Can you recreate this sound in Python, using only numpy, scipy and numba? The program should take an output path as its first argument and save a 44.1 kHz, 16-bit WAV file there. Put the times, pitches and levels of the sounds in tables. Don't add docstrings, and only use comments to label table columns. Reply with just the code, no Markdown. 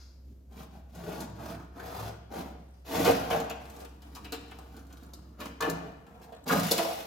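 import sys
import numpy as np
from scipy import signal
from scipy.fft import rfft, irfft, next_fast_len
from scipy.io import wavfile
from scipy.ndimage import uniform_filter1d
from numba import njit

SR = 44100
rng = np.random.default_rng(int(sys.argv[2]) if len(sys.argv) > 2 else 0)


def transcribe(signal):
    frames = np.atleast_2d(signal).T
    limited = np.clip(frames, -1, 1)
    pcm = np.round(limited * 32767).astype(np.int16)
    wavfile.write(sys.argv[1], SR, pcm)


N = 311346
T = np.arange(N) / SR

# (start [s], speeding up [s], steady slide [s],
# slowing time constant [s], rubber judder [dB], scrape [dB], glue grit [dB])
STRIP_PULLS = [(0.22, 0.07, 0.031, 0.042, -58.5, -86, -81), (0.481, 0.14, 0.011, 0.023, -50, -50.5, -54.5),
               (0.68, 0.061, 0.017, 0.065, -55.5, -57.5, -66), (0.85, 0.12, 0.0091, .02, -60, -66, -63.5),
               (0.924, 0.072, 0.027, 0.041, -46, -46, -55), (1.0, 0.074, 0.14, 0.049, -43, -42.5, -50),
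               (1.299, 0.22, 0.0068, 0.025, -42.5, -42.5, -49.5),
               (1.52, 0.046, 0.046, 0.026, -45.5, -49, -68.5), (1.74, 0.045, .04, .04, -54, -47.5, -63),
               (1.7, 0.25, 0.13, 0.034, -45, -41.5, -48), (2.285, 0.089, 0.023, 0.054, -42.5, -39.5, -48),
               (2.835, 0.064, 0.019, .03, -58, -47, -46.5), (2.859, 0.13, 0.086, 0.13, -38.5, -31.5, -35.5),
               (3.04, 0.031, 0.039, 0.012, -29, -23, -36), (3.15, 0.027, 0.039, .03, -55, -48, -69),
               (3.294, 0.02, 0.05, 0.049, -41, -30.5, -42.5), (3.579, 0.035, 0.15, 0.13, -53.5, -53, -60.5),
               (4.04, 0.025, 0.57, 0.37, -54, -59, -65.5), (4.7, 0.038, 0.038, 0.03, -51.5, -55, -65),
               (4.897, 0.0074, 0.023, 0.49, -54, -60, -69), (5.371, 0.053, 0.038, 0.035, -47.5, -45, -51),
               (5.605, 0.019, 0.046, 0.065, -47.5, -36, -49.5), (5.8, 0.024, 0.03, 0.06, -47.5, -47.5, -67),
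               (6.055, 0.021, 0.25, 0.085, -55, -55, -74), (6.201, 0.041, 0.0043, .009, -64, -62, -54.5),
               (6.452, 0.033, 0.026, 0.019, -36.5, -34.5, -39),
               (6.499, 0.019, 0.064, 0.023, -29, -28, -32.5), (6.6, 0.029, 0.17, 0.15, -61, -41, -35.5),
               (6.962, 0.13, 0.05, 0.037, -67, -52, -68)]
# (time [s], centre [Hz])
RASP_PITCH = [(0.6, 826), (1.1, 690), (1.6, 1240), (1.84, 1180), (2.08, 820), (2.4, 687), (2.95, 590),
              (3.1, 640), (3.35, 653), (4.2, 1090), (5.6, 1150), (5.72, 660), (6.5, 990), (6.58, 746),
              (6.95, 625)]
# (time [s], level [dB], decay [s], share into steel [dB], piece's pitch [Hz])
CRUST_SNAPS = [(0.949, -53, 0.01, -8, 7500), (1.205, -42.5, 0.015, -22, 7140),
               (3.048, -32.5, 0.026, 3.5, 4130), (3.108, -36.5, 0.0059, 4, 4500),
               (3.302, -41.5, 0.022, 9.5, 3000), (3.401, -40, 0.0047, -3, 7180),
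               (3.498, -42, 0.0077, 9.5, 6540), (3.699, -51.5, 0.0056, -9.5, 6580),
               (3.763, -51, 0.0044, -5, 6140), (3.803, -54, 0.014, -1.5, 5230),
               (3.848, -50.5, 0.0043, 6.5, 5400), (4.02, -57.5, .01, 1.5, 4200),
               (4.15, -48.5, 0.014, 0.5, 5500), (4.246, -52.5, 0.011, 9.5, 3220),
               (4.322, -38, 0.008, 2.5, 4000), (4.338, -46.5, .008, -1.5, 4000),
               (4.512, -54, 0.0052, 11.5, 2400), (4.587, -60, 0.0066, 2.5, 3860),
               (4.766, -53.5, .004, 1, 2600), (4.9, -66, 0.01, 9, 2800), (4.926, -51, 0.004, -2, 6500),
               (5.033, -55, 0.0029, -6, 7400), (5.135, -47.5, 0.007, -11, 4830),
               (5.402, -45, 0.01, 7.5, 2320), (5.456, -43, 0.0025, 10, 6200),
               (5.607, -36.5, 0.0042, 2.5, 6800), (5.624, -35, 0.0035, 10, 3000),
               (5.698, -29.5, 0.0037, -16, 6860), (6.065, -60.5, 0.0038, 9.5, 6500),
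               (6.323, -63.5, .008, 13.5, 3800), (6.478, -38, 0.024, 1.5, 12000),
               (6.596, -30, 0.0063, -13, 11900), (6.712, -22, .012, -13, 3970),
               (6.78, -29.5, 0.0049, 7, 4700)]
# (time [s], level [dB], centre [Hz], decay [s])
FRAME_KNOCKS = [(1.075, -38, 507, 0.047), (1.18, -41, 202, 0.018), (1.226, -35, 222, 0.013),
                (1.29, -38.5, 113, 0.048), (1.98, -44, 109, 0.13), (2.351, -48, 338, 0.0089),
                (2.553, -42, 630, 0.006), (2.998, -26, 258, 0.019), (3.005, -36, 102, .05),
                (3.074, -16, 496, 0.022), (3.086, -23, 347, 0.0092), (3.094, -24, 670, 0.012),
                (3.303, -27.5, 930, 0.014), (3.347, -23, 686, 0.008), (3.4, -33.5, 287, 0.01),
                (4.167, -41.5, 1040, 0.02), (4.324, -42.5, 322, 0.05), (4.519, -44, 1010, 0.01),
                (4.587, -46.5, 860, 0.023), (5.605, -28, 1106, 0.057), (5.674, -29, 328, 0.023),
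                (5.69, -37.5, 176, 0.025), (5.726, -35, 172, 0.016), (5.849, -44.5, 410, 0.016),
                (6.321, -45.5, 670, 0.047), (6.495, -24.5, 1330, 0.058), (6.547, -24, 219, 0.024),
                (6.658, -27, 204, 0.0097), (6.721, -29.5, 545, 0.02), (6.794, -23.5, 676, 0.023),
                (6.846, -29.5, 730, 0.023), (6.895, -32.5, 725, 0.033)]
# (frequency [Hz], t60 [s], level over the direct sound [dB])
DOOR_MODES = [(109, 0.52, 6.5), (168.4, 0.56, 8), (275.9, 0.54, 0), (331, 0.36, -2), (460.1, 0.16, 9),
              (464.5, 0.54, 2.5), (589, 0.37, -9), (664.5, 0.076, -2.5), (726, 0.18, 2.5), (784, 0.28, -3),
              (1153, 0.35, -8), (1270, 0.49, -14), (1447, 0.079, -0.5), (1493, 0.081, -3.5),
              (1623, 0.06, -5), (1740, .26, -1), (1920, 0.086, -5), (2440, 0.066, -2.5), (5000, 0.19, 1)]
# (time [s], level [dB], centre [Hz])
CORE_CLINKS = [(4.245, -50.5, 2920), (4.326, -43, 3970), (4.511, -58, 2350), (5.136, -60, 5000),
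               (5.41, -50, 2400), (5.622, -32, 1840)]
# (frequency [Hz], t60 [s], level [dB])
CORE_MODES = [(1100, 0.24, -5), (1750, 0.49, -2.5), (2380, .45, -10), (2400, 0.58, -7.5), (2580, 0.41, -9),
              (2790, .35, -4.5), (2950, 0.26, -4.5), (3600, 0.23, -8), (3930, 0.27, -4.5), (4102, 0.11, -1),
              (4500, 0.23, -7), (5220, .22, -5)]
# (time [s], level [dB], decay [s])
HAND_BRUSHES = [(0, -60, 0.084), (2.737, -76, 0.092)]
# (frequency [Hz], relative level [dB])
JUDDER_COLOUR = [(40, -28.5), (80, 3), (120, -2), (190, 2), (280, 1), (380, -5), (600, -37)]
SCRAPE_COLOUR = [(200, -15.5), (400, -6), (650, -2), (950, -6), (1400, -8.5), (1900, -15.5), (3000, -25),
                 (6000, -57)]
GRIT_COLOUR = [(900, -3), (2200, 7.5), (3500, 4.5), (5500, -1), (7500, -6), (10000, 1.5), (13000, 2.5),
               (16000, -7.5)]
SNAP_COLOUR = [(60, -24), (250, 8.5), (700, 8), (2000, -18), (4200, 6.5), (6000, -2), (7500, 0), (10000, 4),
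               (13000, 6), (16000, -6)]
STEEL_COLOUR = [(120, -50), (250, 0), (700, -2), (1300, 2.5), (2000, -2.5), (3000, -0.5), (6000, -28)]
BRUSH_COLOUR = [(500, -8), (1500, -1.5), (3000, -11), (4200, -3.5), (5050, 2), (5700, -6), (6500, -8.5),
                (8000, -19), (12000, -11), (16000, -37)]
AIR_COLOUR = [(28, -40), (48, -5.5), (75, -9), (115, -13), (236, -21.5), (545, -26), (1000, -46),
              (3000, -50), (8000, -54), (13000, -41.5), (16000, -57)]
# (frequency [Hz], t60 [s])
GARAGE_DECAY = [(150, 0.98), (600, 0.75), (2000, 0.97), (5000, 0.76), (10000, 0.22), (16000, 0.25)]
# (time [s], level [dB])
HUM_LEVEL = [(0, -49.5), (3.2, -48.5), (5.85, -50.5), (6.05, -59)]
# (frequency [Hz], middle [dB], side [dB], left minus right [dB])
MIC_IMAGE = [(60, -2, -14.5, 0), (219, 4.5, -8, -2), (368, 2, -4.5, -0.5), (693, 1, 3.5, 0.5),
             (1970, -2.5, -2, 2.5), (7160, 4.5, 5, 2.5), (7980, -7, 16.5, 2.5), (8550, -29, 4, -9),
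             (10040, -5, 5, 1), (11900, -4, -4.5, -1), (13400, -0.5, -32, -0.5)]


def dragging(rasp_db=-9, rasp_width=0.3, rasp_wander=0.15, grains_per_s=13000, dense_grit_db=-50):
    judder_db, scrape_db, grit_db = contact_levels()
    catch_db = 1.77 * walk(rate=150)
    judder = colour(slips(rate=700, spread_db=1), JUDDER_COLOUR) * undb(judder_db + catch_db - 5.5)
    scrape = colour(slips(rate=3600, spread_db=3.5), SCRAPE_COLOUR) * undb(scrape_db + catch_db - 6.5)
    centre_hz = np.interp(T, *np.transpose(RASP_PITCH)) * np.exp(rasp_wander * walk(rate=28))
    rasp = sweep(slips(rate=2200, spread_db=2), centre_hz, rasp_width)
    rasp = sweep(rasp, centre_hz, 2 * rasp_width)
    rasp = unit(rasp / np.sqrt(centre_hz)) * undb(scrape_db + catch_db + rasp_db)
    grit_rate = grains_per_s * np.clip(undb(grit_db - dense_grit_db), 0.04, 1)
    grit = colour(slips(rate=grit_rate, spread_db=1), GRIT_COLOUR)
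    grit *= undb(grit_db + catch_db + walk(rate=220) - 3.5)
    return judder + scrape + rasp + grit


def contact_levels(speed_powers=(0.53, 0.71, 0.99)):
    energy = np.full((3, N), 1e-14)
    for start, rise, hold, slowing, *levels_db in STRIP_PULLS:
        near = slice(int(start * SR), int((start + rise + hold + 10 * slowing) * SR))
        speed = sliding(start, rise, hold, slowing)[near]
        for k, power in enumerate(speed_powers):
            energy[k, near] += (undb(levels_db[k]) * speed ** power) ** 2
    return 10 * np.log10(energy)


def sliding(start, rise, hold, slowing):
    age = T - start
    gathering = np.sin(np.pi / 2 * np.clip(age / rise, 0, 1)) ** 2
    binding = np.exp(-np.clip((age - rise - hold) / slowing, 0, 100))
    return gathering * binding


def snapping(steel_lag_s=0.009, piece_db=-7, piece_width=0.38, size=11025):
    snaps = CRUST_SNAPS + crumbs()
    crack = sum(undb(db) * burst(start, decay) for start, db, decay, _, _ in snaps)
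    crack *= slips(rate=12000, spread_db=10.5)
    pieces = np.zeros(N)
    fractures = slips(rate=5400, spread_db=4.5)
    for start, db, decay, _, hz in snaps:
        near = slice(int(start * SR), int(start * SR) + size)
        width_hz = hz * piece_width
        ring = resonate((burst(start, decay) * fractures)[near], hz, width_hz)
        pieces[near] += undb(db + piece_db) * ring * np.sqrt(SR / (np.pi * width_hz))
    jolt = sum(undb(db + steel_db) * burst(start, decay) for start, db, decay, steel_db, _ in snaps)
    lag = np.exp(-1 / (steel_lag_s * SR))
    steel = signal.lfilter([1 - lag], [1, -lag], jolt) * slips(rate=12000, spread_db=0)
    return undb(1.06) * colour(crack, SNAP_COLOUR) + pieces + undb(3) * colour(steel, STEEL_COLOUR)


def crumbs(count=18, from_s=3.6, to_s=5.15, decay_s=0.003, steel_db=-10, centre_hz=4270):
    spacing = (to_s - from_s) / count
    rows = []
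    for k, (when, size, pitch) in enumerate(rng.random((count, 3))):
        start = from_s + (k + when) * spacing
        db = -62 + 8.5 * (2 * size - 1)
        rows.append((start, db, decay_s, steel_db, centre_hz * 2 ** (2 * pitch - 1)))
    return rows


def knocking(width=0.46, first_blow=7, blow_cycles=0.73, low_cut_hz=60, size=11025):
    out = np.zeros(N + SR)
    for start, db, hz, decay in FRAME_KNOCKS:
        cycles = T[:size] * hz
        first = cycles * np.exp(-cycles / blow_cycles) * np.cos(2 * np.pi * cycles)
        chatter = unit(resonate(rng.standard_normal(size), hz, hz * width))
        rebounds = unit(resonate(np.tanh(2 * chatter), hz, hz * width))
        fading = np.exp(-T[:size] / decay)
        blow = first_blow * first + rebounds * fading
        out[int(start * SR):][:size] += undb(db - 4) * unit(blow) * np.sqrt(np.mean(fading ** 2))
    return signal.sosfilt(signal.butter(2, low_cut_hz, "high", fs=SR, output="sos"), out[:N])


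def door(force, coupling_power=0.15, firm_db=-30, wander_db=2):
    pressure = np.sqrt(np.abs(uniform_filter1d(force ** 2, SR // 20))) / undb(firm_db)
    drive = force * np.minimum(pressure, 1) ** coupling_power
    ring = 0
    for hz, t60, db in DOOR_MODES:
        reach = undb(db + wander_db * walk(rate=3.87))
        ring += resonate(drive * reach, hz, width_hz=np.log(1000) / (np.pi * t60))
    return force + ring


def clinking(db_per_octave=14):
    out = np.zeros(N + SR)
    for start, db, centre_hz in CORE_CLINKS:
        for hz, t60, mode_db in CORE_MODES:
            octaves = abs(np.log2(hz / centre_hz))
            out[int(start * SR):][:SR] += undb(db + mode_db - db_per_octave * octaves) * ringing(hz, t60)
    return out[:N]


def ringing(hz, t60):
    rattle = (1 + walk(rate=320)[:SR]) / np.sqrt(2)
    return rattle * np.cos(2 * np.pi * hz * T[:SR]) * np.exp(-np.log(1000) * T[:SR] / t60)


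def brushing(rise_s=0.00096):
    level = sum(undb(db) * burst(start, decay) * np.clip((T - start) / rise_s, 0, 1)
                for start, db, decay in HAND_BRUSHES)
    return colour(rng.standard_normal(N), BRUSH_COLOUR) * level


def garage(sound, early_s, early_db, first_s, steps=24):
    out = np.zeros(N + 2 * SR)
    hop = N // steps + 1
    for k in range(steps + 1):
        start, stop = max(0, (k - 1) * hop), min(N, (k + 1) * hop)
        crossfade = np.cos(np.pi / 2 * (np.arange(start, stop) / hop - k))
        wet = signal.fftconvolve(sound[start:stop] * crossfade, reflections(early_s, early_db, first_s))
        out[start:start + len(wet)] += wet
    return out[:N]


def reflections(early_s, early_db, first_s, size=32768):
    hz, t, cells = signal.stft(rng.standard_normal(size), SR, nperseg=512)
    fading = np.exp(-np.log(1000) * t / along(GARAGE_DECAY, hz)[:, None])
    tail = signal.istft(cells * fading, SR)[1][:size]
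    early_lift = 1 + undb(early_db) * np.exp(-T[:size] / early_s)
    spectrum = rfft(tail * (T[:size] >= first_s) * early_lift)
    flattened = irfft(spectrum / np.sqrt(uniform_filter1d(np.abs(spectrum) ** 2, size=200)))
    return flattened / np.linalg.norm(flattened)


def room_tone(hum_hz=65.4, air_db=-63.5):
    waver = unit(resonate(rng.standard_normal(N), hum_hz, width_hz=11))
    hum = unit(np.sin(2 * np.pi * hum_hz * T) + 0.19 * waver)
    hum *= undb(np.interp(T, *np.transpose(HUM_LEVEL)))
    middle, side = (colour(rng.standard_normal(N), AIR_COLOUR) * undb(air_db + walk(rate=1))
                    for _ in range(2))
    return middle + hum, side


def slips(rate, spread_db):
    happens = rng.random(N) < rate / SR
    size = undb(spread_db * np.clip(rng.standard_normal(N), -2, 2))
    return unit(happens * size * rng.choice([-1, 1], N) / np.sqrt(rate))


def burst(start, decay):
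    first = int(start * SR)
    age = T[:min(SR // 2, N - first)]
    return np.pad(np.exp(-age / decay), (first, N - first - len(age)))


def walk(rate):
    return unit(np.interp(T * rate, np.arange(4000), rng.standard_normal(4000)))


def resonate(x, hz, width_hz):
    return signal.lfilter(*signal.iirpeak(hz, hz / width_hz, fs=SR), x)


@njit
def sweep(x, hz, width):
    out = np.empty(len(x))
    band_state, low_state = 0., 0.
    for i in range(len(x)):
        tuning = np.tan(np.pi * hz[i] / SR)
        band = (band_state + tuning * (x[i] - low_state)) / (1 + tuning * (tuning + width))
        band_state = 2 * band - band_state
        low_state += 2 * tuning * band
        out[i] = width * band
    return out


def colour(x, points, size=4096):
    gain = undb(along(points, np.fft.rfftfreq(size, 1 / SR)))
    cepstrum = irfft(np.log(gain))
    cepstrum[1:size // 2] *= 2
    cepstrum[size // 2 + 1:] = 0
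    response = irfft(np.exp(rfft(cepstrum)))
    return signal.fftconvolve(x, response / np.linalg.norm(response))[:len(x)]


def along(points, hz, column=1):
    points = np.array(points, float)
    return np.interp(np.log(hz + 1), np.log(points[:, 0]), points[:, column])


def undb(db):
    return 10 ** (np.asarray(db) / 20)


def unit(x):
    return x / np.sqrt(np.mean(x ** 2))


def scene():
    close = door(dragging() + snapping() + knocking()) + clinking() + brushing()
    middle, side = room_tone()
    middle += undb(-1.5) * close
    middle += undb(-3) * garage(close, early_s=0.0077, early_db=13, first_s=0.00098)
    side += undb(-3.5) * garage(close, early_s=0.0054, early_db=15, first_s=0)
    size = next_fast_len(N + SR)
    hz = np.fft.rfftfreq(size, 1 / SR)
    middle_db, side_db, pan_db = (along(MIC_IMAGE, hz, column=k) for k in range(1, 4))
    sign = np.array([[1], [-1]])
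    stereo = rfft(middle, size) * undb(middle_db) + sign * rfft(side, size) * undb(side_db)
    return irfft(stereo * undb(sign * pan_db / 2), size)[:, :N]


def record(dry):
    top_hz = 15950
    return signal.sosfilt(signal.ellip(8, 0.2, 70, top_hz, fs=SR, output="sos"), dry)


dry = scene()
out = record(dry)
transcribe(out)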